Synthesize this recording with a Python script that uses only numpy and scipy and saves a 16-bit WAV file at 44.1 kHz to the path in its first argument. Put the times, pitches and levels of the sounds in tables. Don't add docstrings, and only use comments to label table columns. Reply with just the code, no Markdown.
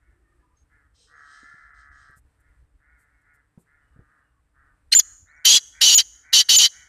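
import sys
import numpy as np
from scipy import signal
from scipy.fft import rfft, irfft
from scipy.io import wavfile
from scipy.ndimage import uniform_filter1d, minimum_filter1d

SR = 44100
rng = np.random.default_rng(int(sys.argv[2]) if len(sys.argv) > 2 else 0)


def store_wav(level_fs):
    pcm = np.round(np.clip(np.atleast_2d(level_fs), -1, 1) * 32767)
    wavfile.write(sys.argv[1], SR, pcm.T.astype(np.int16))


def makeup_ratio(level_db):
    decades = np.asarray(level_db, float) / 20
    return 10 ** decades


N = 303408


def evened(x):
    return x / np.sqrt(np.mean(x ** 2) + 1e-20)


def add(mix, s, sound):
    part = mix[round(s * SR):][:len(sound)]
    part += sound[:len(part)]


def curves(rows):
    s, *columns = np.transpose(rows)
    t = np.arange(s[0], s[-1], 1 / SR)
    return s[0], [np.interp(t, s, c) for c in columns]


def ramp(t, length):
    return np.clip(1 - t / length, 0, 1)


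def coloured(x, points):
    hz, db = np.transpose(points)
    f = np.fft.rfftfreq(len(x), 1 / SR)
    gain_db = np.interp(np.log(f + 1), np.log(hz), db)
    return irfft(rfft(x) * makeup_ratio(gain_db), len(x))


def resonate(x, hz, width):
    turn = np.exp(2j * np.pi * np.cumsum(hz * np.ones(len(x))) / SR)
    r = np.exp(-np.pi * width / SR)
    smoothed = signal.lfilter([1], np.convolve([1, -r], [1, -r]), x / turn)
    return evened((turn * smoothed).real)


def wander(count, size):
    return evened(uniform_filter1d(rng.standard_normal(count), size))


def pulses(rate, rough, jitter, puff):
    turns = np.cumsum(rate * (1 + jitter * wander(count=len(rate), size=400))) / SR
    snaps = np.diff(np.floor(turns), prepend=0)
    puffs = (0.87 + np.exp(-(turns % 1) / puff)) * rng.standard_normal(len(rate))
    return np.sqrt(1 - rough) * evened(snaps) + np.sqrt(rough) * evened(puffs)


# time in seconds, mean level in dB.
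WIND = [(0, -56.5), (.25, -69), (1.0, -64), (1.45, -73.5), (1.7, -61), (2.7, -62.5), (3.54, -77),
        (3.95, -61.5), (4.2, -77.5), (4.7, -61.5), (5.05, -65), (5.55, -70), (5.959, -60.5), (6.2, -70),
        (6.88, -65)]
# frequency in Hz, relative density in dB per Hz.
WIND_COLOUR = [(12, -60), (20, -13.5), (60, 6.5), (231, -40), (274, -22.5), (370, -33.5), (433, -43.5),
               (600, -38), (780, -67.5), (1320, -120)]
# frequency in Hz, relative density in dB per Hz.
HISS_COLOUR = [(59, -32), (100, 1.5), (217, -15.5), (304, -8), (383, -25), (434, -11.5), (513, -18.5),
               (1770, -18), (3180, -31), (6760, -35.5), (8170, -27), (13500, -42), (15000, -43.5)]


def air():
    s, db = np.transpose(WIND)
    gusts_db = np.interp(np.arange(N) / SR, s, db) + 4 * wander(count=N, size=2500)
    wind = evened(coloured(rng.standard_normal(N), WIND_COLOUR)) * makeup_ratio(gusts_db)
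    hiss_db = -73.5 + 0.9 * wander(count=N, size=6000)
    hiss = evened(coloured(rng.standard_normal(N), HISS_COLOUR)) * makeup_ratio(hiss_db)
    return wind + hiss


# frequency in Hz at beak factor 1, width in Hz at spread 1,
# relative level in dB at spread 1.
CROW = [(725, 330, -18.5), (1230, 150, -3), (1337, 110, 4.5), (1673, 200, 8.5), (1978, 100, 1),
        (2190, 200, -16.5)]
# frequency in Hz, gain in dB.
FAR = [(300, -26.5), (600, 0.5), (2450, -1.5), (2700, -37), (4000, -60)]


def crow(rows, echo, ground, rough, spread):
    s, (db, rate, beak) = curves(rows)
    drive = pulses(rate, rough, jitter=.003, puff=.9)
    half_cycle = round(SR / rate.mean() / 2)
    drive = drive + echo * np.roll(drive, half_cycle) + ground * np.roll(drive, 122)
    rings = np.zeros(len(drive))
    for k, (hz, width, ring_db) in enumerate(CROW):
        rings += (-1) ** k * makeup_ratio(ring_db / np.sqrt(spread)) * resonate(drive, beak * hz, width * spread)
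    return s, makeup_ratio(db) * evened(coloured(rings, FAR))


# start in seconds, nominal length in seconds (the tail runs on to 1.6 times it),
# level in dB, beak opening as a factor on the rings before the arch.
CAWS = [(0, 0.19, -71, 1.1), (0.686, .19, -63.5, 1.045), (2.369, 0.23, -69.5, 1.06),
        (2.787, 0.33, -63, 1.08), (3.043, 0.25, -69.5, 1.1), (3.225, 0.2, -61.5, 1.08),
        (3.647, 0.25, -64.5, 1.05), (3.9, 0.37, -66.5, 0.94), (4.078, 0.2, -65, .99),
        (4.533, 0.22, -62, 0.96), (4.998, 0.17, -61, 0.99), (5.257, .34, -53.5, 1.134),
        (5.723, 0.25, -52, 1.19), (6.106, 0.158, -67, 1.06), (6.222, .24, -52.5, 1.17),
        (6.704, 0.22, -54, 1.15)]


def caw(s, length, db, beak):
    shape = [(0, -16, .9), (.12, -3, .96), (.4, 0, 1.02), (.85, -4, .95), (1.05, -12, .93), (1.6, -26, .93)]
    rest_hz = 72.7
    rows = []
    for u, drop_db, arch in shape:
        rows.append((s + u * length, db + drop_db, rest_hz * np.sqrt(beak) * arch, beak * arch))
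    return crow(rows, echo=.85, ground=.15, rough=.3, spread=1.6)


# start in seconds, end in seconds, first pitch in Hz,
# last pitch in Hz, level in dB.
PIPES = [(.22, .36, 1850, 1800, -76), (.39, .45, 1750, 1750, -76), (.2, .6, 1250, 1200, -78),
         (.41, .56, 1000, 990, -75), (.03, .55, 350, 330, -75), (.95, 1.25, 480, 470, -78),
         (.56, .64, 6450, 6450, -74), (1.14, 1.28, 6500, 6500, -76), (1.38, 1.48, 6700, 6700, -74),
         (1.94, 2.02, 6750, 6700, -76), (3.8, 3.97, 2950, 2900, -88), (4.2, 4.35, 2900, 2800, -90),
         (4.33, 4.42, 1200, 1050, -80), (5.27, 5.33, 3500, 4500, -76), (5.36, 5.39, 5750, 5750, -72)]


def pipe(start, end, start_hz, end_hz, db):
    count = round((end - start) * SR)
    glide_hz = np.linspace(start_hz, end_hz, count)
    fuzzy = resonate(rng.standard_normal(count), glide_hz, 60 + 0.0081 * start_hz)
    return start, makeup_ratio(db) * fuzzy * signal.windows.tukey(count, .4)


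# frequency in Hz, width in Hz,
# relative level in dB.
THROAT = [(3896, 180, 1), (4510, 430, 2.5), (4955, 170, -10), (5670, 100, -1.5), (6307, 90, -2),
          (6920, 210, -3.5), (7453, 240, -9.5)]


def throat(drive, low_hz, syrinx_hz):
    rings = makeup_ratio(2.5) * resonate(drive, low_hz, 150) + makeup_ratio(-2) * resonate(drive, syrinx_hz, 450)
    stretch = (low_hz / 3010) ** .5
    count = len(drive)
    for k, (hz, width, db) in enumerate(THROAT):
        detuned = (hz * stretch - syrinx_hz) / 1500
        drift = 1 + .007 * wander(count, size=900)
        swell_db = 2 * wander(count, size=600)
        level = makeup_ratio(db + swell_db - 2.0 * detuned ** 2)
        rings += (-1) ** k * level * resonate(drive, hz * stretch * drift, width)
    return evened(rings)


# start in seconds, length in seconds, peak of the level curve in dB.
RIVAL = [(0.544, .11, -81), (0.935, 0.23, -61), (1.125, 0.62, -64), (1.24, 0.25, -61.5), (1.732, 0.17, -67),
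         (1.901, 0.29, -66.5)]
# frequency in Hz, relative density in dB per Hz.
RIVAL_COLOUR = [(1470, -50), (2500, -8), (3220, -1.5), (3670, 1), (4030, 2.5), (5330, 3), (6700, -1.5),
                (7310, -7), (8430, 3.5), (11000, -55), (14300, -60), (22000, -120)]


def rival(s, length, peak_db):
    u = np.arange(0, length, 1 / SR) / length
    db = peak_db + np.interp(u, [0, 0.42, 1], [-10, 0, -17])
    noise = rng.standard_normal(len(db))
    voice = evened(coloured(noise, RIVAL_COLOUR)) + makeup_ratio(-7) * throat(noise, low_hz=3150, syrinx_hz=5200)
    return s, makeup_ratio(db) * evened(voice) * signal.windows.tukey(len(db), .2)


# time in seconds,
# pulse rate in Hz, beak opening as a factor on the rings.
RATTLE_VOICE = [(1.07, 72, .92), (1.15, 74.3, .99), (1.3, 71.5, .97), (1.48, 72.6, 1.03), (1.8, 71.8, 1.0),
                (2.21, 68, .965)]


def rattle():
    corners = 1.07 + np.cumsum([0, .08, .99, .05])
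    at, rate, beak = np.transpose(RATTLE_VOICE)
    s = np.union1d(corners, np.clip(at, corners[0], corners[-1]))
    db = -50.5 + np.interp(s, corners, [-20, 0, -3, -20])
    rows = np.transpose([s, db, np.interp(s, at, rate), np.interp(s, at, beak)])
    return crow(rows, echo=.6, ground=.5, rough=.28, spread=1)


# start in seconds, level in dB, frequency in Hz.
THUDS = [(1.431, -49.5, 277), (1.541, -52, 144), (2.096, -50, 116), (2.17, -51.5, 115), (3.576, -39.5, 170),
         (3.962, -45.5, 130), (3.991, -40, 111.2)]


def thud(s, db, hz):
    t = np.arange(0, .08, 1 / SR)
    decay = np.exp(-(t / 0.0068) ** 2) + 0.082 * np.exp(-t / 0.051)
    push = np.sin(2 * np.pi * hz * t) * decay
    edge = resonate(rng.standard_normal(len(t)), 280, 400) * np.exp(-t / 0.021)
    return s, makeup_ratio(db) * (push + 0.14 * edge)


# start in seconds, length in seconds, level in dB before the fades.
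RUSTLES = [(2.1, 0.023, -74), (2.151, 0.057, -63), (2.39, 0.037, -75), (2.963, 0.1, -71.5),
           (3.21, .02, -80), (3.326, 0.052, -72), (3.567, 0.085, -71)]


def rustle(s, length, db):
    count = round(length * SR)
    hiss = coloured(rng.standard_normal(count), [(2500, -16), (6000, -6), (8000, 8), (14000, -3)])
    return s, makeup_ratio(db) * evened(hiss) * np.hanning(count)


# start in seconds, length in seconds, effort in dB,
# lowest throat ring at the start in Hz, its rise before the closing in Hz, syrinx ring at the start in Hz,
# the ring it heads for in Hz, closing time in seconds.
NOTES = [(4.916, 0.045, -17.5, 2876, 202.5, 4400, 6170, .005),
         (4.99, 0.023, -7.5, 3294, 0.5, 5500, 5000, 0.02),
         (5.4451, 0.15, -9.5, 3008, 450.5, 5880, 6550, 0.031),
         (5.807, 0.22, -11, 2967, 68, 4560, 6630, 0.051),
         (6.325, 0.11, -10.5, 2958, 63, 4700, 6140, 0.0425),
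         (6.4847, 0.2, -11, 2967, 40, 4500, 6640, 0.063)]
# frequency in Hz, relative density in dB per Hz.
BREATH = [(59, -54.5), (100, -30.5), (2180, -25.5), (2370, -18.5), (2990, -3.5), (3610, -5.5), (4640, -7.5),
          (5040, -11), (6480, -12.5), (8340, -20.5), (10300, -20.5), (14100, -31.5), (15000, -71.5)]
# frequency in Hz, width in Hz, level in dB before the lift at the start.
TREBLE = [(9260, 700, -29), (10540, 500, -28), (11900, 400, -29.5), (13920, 500, -31.5)]
ATTACK_S, ATTACK_DB, RELEASE_S, RELEASE_DB = 0.0095, -28, 0.028, -33
OPENING_S, CLOSED_HZ, CLOSING_LIFT_HZ = .035, 3900, 201
SNAPS_HZ, SAG_HZ_PER_S, JITTER = 261.3, 170, .009
BEAK_SHUT_HZ, BEAK_OPEN_HZ, BEAK_SHUT_DB, BEAK_OPEN_DB = 1500, 2130, -3, -32
HUSH_DB, HUSH_IN_S, HUSH_OUT_S = -28, 0.0093, 0.0039


def rasp(s, length, effort_db, low_hz, rise_hz, first_hz, top_hz, closing):
    t = np.arange(0, length, 1 / SR)
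    left = length - t
    shut = np.exp(-t / OPENING_S)
    closed = ramp(left, closing)

    db = effort_db + ATTACK_DB * ramp(t, ATTACK_S) + RELEASE_DB * ramp(left, RELEASE_S) ** 1.57
    for start, span, *_ in WHISTLES:
        fade_in, fade_out = (s + t - start) / HUSH_IN_S, (start + span - s - t) / HUSH_OUT_S
        db = db + HUSH_DB * np.clip(np.minimum(fade_in, fade_out), 0, 1)

    syrinx_hz = (1 - closed) * (top_hz - (top_hz - first_hz) * shut) + closed * CLOSED_HZ
    low_hz = low_hz + rise_hz * t / length * (1 - closed) + CLOSING_LIFT_HZ * closed
    beak = np.maximum(shut ** 2, np.sqrt(closed) * 0.579)
    beak_db = BEAK_OPEN_DB + (BEAK_SHUT_DB - BEAK_OPEN_DB) * beak
    beak_hz = BEAK_OPEN_HZ + (BEAK_SHUT_HZ - BEAK_OPEN_HZ) * beak ** 2

    rate = SNAPS_HZ - SAG_HZ_PER_S * t
    drive = pulses(rate, rough=.17, jitter=JITTER, puff=1.0)
    breath = evened(coloured(pulses(rate, rough=0.89, jitter=JITTER, puff=0.6), BREATH))
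    voice = throat(drive, low_hz, syrinx_hz) + makeup_ratio(-6 - 5 * closed) * breath
    for hz, width, ring_db in TREBLE:
        level = makeup_ratio(ring_db + 11 * shut + 1.9 * wander(count=len(t), size=900))
        voice += level * resonate(drive, hz, width)
    return s, makeup_ratio(db) * (evened(voice) + makeup_ratio(beak_db) * resonate(drive, beak_hz, 560))


# pitch in Hz, level in dB relative to the fundamental.
OCTAVE = [(2000, -26), (4200, -10.5), (6900, -16.5), (7250, -22.5)]


def tone(hz, db):
    phase = 2 * np.pi * np.cumsum(hz) / SR
    octave = makeup_ratio(np.interp(hz, *np.transpose(OCTAVE))) * np.sin(2 * phase)
    breath = makeup_ratio(-22.5) * evened(coloured(rng.standard_normal(len(hz)), BREATH))
    return makeup_ratio(db) * (np.sqrt(2) * (np.sin(phase) + octave) + breath)


# time in seconds, pitch in Hz, level in dB.
CHIK = [
    [(4.918, 3900, -40), (4.921, 4000, -23), (4.925, 4170, -23), (4.927, 4220, -9), (4.931, 4170, -8),
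     (4.934, 4150, -18), (4.937, 4400, -12), (4.944, 4000, -30)],
    [(4.931, 3115, -27.5), (4.936, 2154, -15.5), (4.939, 1560, -36), (4.948, 1555, -27.5),
     (4.951, 2260, -18.5)],
]


def chik(rows):
    s, (hz, db) = curves(rows)
    return s, tone(hz, db)


# start in seconds, length in seconds, top pitch in Hz,
# last pitch before the closing jump in Hz, level in dB, depth of the two dips in dB.
WHISTLES = [(4.9498, .0498, 7240, 6500, -6.5, -11), (5.947, .0355, 6910, 6650, -8, -10),
            (6.5635, .023, 7020, 6950, -8, -2)]
ENTRY_HZ, ARCH_POWER, EDGE_S, EDGE_DB = 6810, 2.2, 0.00077, -11
SNAP_UP_HZ, SNAP_DOWN_HZ, SNAP_S = 1000, 4000, .0005
FIRST_DIP_S, FIRST_DIP_WIDTH_S, MIDDLE_DB = .006, .0014, -2.5
LAST_DIP_SHARE, SAG_SHARE = .74, .3
RECOVERY_S = .003


def whistle(s, length, top_hz, last_hz, db, dip_db):
    t = np.arange(0, length, 1 / SR)
    side = 2 * t / length - 1
    low = LAST_DIP_SHARE * length
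    edge_hz = np.where(side < 0, ENTRY_HZ, last_hz)
    hz = top_hz - (top_hz - edge_hz) * abs(side) ** ARCH_POWER
    hz = hz - SNAP_UP_HZ * np.exp(-t / SNAP_S) - SNAP_DOWN_HZ * np.exp((t - length) / SNAP_S)
    sag = np.where(t < low, ramp(low - t, SAG_SHARE * length) ** 2, ramp(t - low, RECOVERY_S))
    dips = np.exp(-((t - FIRST_DIP_S) / FIRST_DIP_WIDTH_S) ** 2) + sag
    middle = (1 - ramp(t, FIRST_DIP_S)) * ramp(np.maximum(t - low, 0), RECOVERY_S)
    edges = ramp(t, EDGE_S) + ramp(length - t, EDGE_S)
    return s, tone(hz, db + dip_db * dips + MIDDLE_DB * middle + EDGE_DB * edges)


# start in seconds,
# frequency in Hz, peak level in dB, length in seconds.
ONSET_RING = (5.449, 12000, -15, .012)


def ring(s, hz, db, length):
    t = np.arange(0, length, 1 / SR)
    return s, makeup_ratio(db) * np.sin(2 * np.pi * hz * t) * np.hanning(len(t))


# delay in seconds, relative level in dB.
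FIELD = [(.004, 6.5), (0.02, -18), (0.038, -20), (.2, -29.5), (.25, -35), (.31, -48), (0.499, -62)]
# frequency in Hz, relative gain in dB.
FIELD_COLOUR = [(1000, 2), (2500, -10.5), (3100, -7), (4200, -14.5), (5200, -8), (6300, 3), (7200, -3.5),
                (8500, 2.5), (14000, -13)]


def field(x):
    s, db = np.transpose(FIELD)
    at = np.arange(round(s[0] * SR), round(s[-1] * SR), 20)
    signs = rng.choice([-1., 1.], len(at))
    taps = np.zeros(SR)
    taps[at + rng.integers(0, 20, len(at))] = signs * makeup_ratio(np.interp(at / SR, s, db))
    return makeup_ratio(-33.5) * signal.fftconvolve(x, coloured(taps, FIELD_COLOUR))[:N]


def scene():
    around, bird = air(), np.zeros(N)
    for play, table in ((caw, CAWS), (pipe, PIPES), (rival, RIVAL), (thud, THUDS), (rustle, RUSTLES)):
        for row in table:
            add(around, *play(*row))
    add(around, *rattle())
    for play, table in ((rasp, NOTES), (whistle, WHISTLES)):
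        for row in table:
            add(bird, *play(*row))
    for rows in CHIK:
        add(bird, *chik(rows))
    add(bird, *ring(*ONSET_RING))
    return np.tile(bird + field(bird) + around, (2, 1))


# frequency in Hz, share from 0 to 1.
APART = [(3500, .001), (5000, 0.061), (7000, 0.16), (9000, 0.28), (14000, 0.23)]


def flicker(x):
    hz, t, z = signal.stft(x, SR, nperseg=1024)
    patch = rng.random((24, len(t) // 4 + 1))
    patch = patch.repeat(22, 0).repeat(4, 1)[:len(hz), :len(t)]
    on = patch < np.interp(hz, *np.transpose(APART))[:, None]
    scrambled = makeup_ratio(-15.5) * on * abs(z) * np.exp(2j * np.pi * rng.random(z.shape))
    side = signal.istft(scrambled, SR, nperseg=1024)[1][:N]
    return np.array([side, -side])


def top_cut(x):
    return signal.sosfilt(signal.butter(12, 15620, fs=SR, output="sos"), x)


def record(dry):
    reach = uniform_filter1d(-minimum_filter1d(-abs(dry[0]), size=21), size=21)
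    held = dry / np.maximum(reach / .6, 1) ** .68
    held = held + 0.012 * held ** 2
    treble = signal.sosfilt(signal.butter(4, 4000, "high", fs=SR, output="sos"), held)
    mirrored = held + makeup_ratio(-19) * treble * np.cos(2 * np.pi * 16000 * np.arange(N) / SR)
    mirrored += flicker(mirrored[0])
    low_pass = signal.firwin(255, 14400, window=("kaiser", 8), fs=SR)
    finished = signal.oaconvolve(mirrored, low_pass[None], "same")
    return top_cut(finished)


dry = scene()
out = record(dry)
store_wav(out)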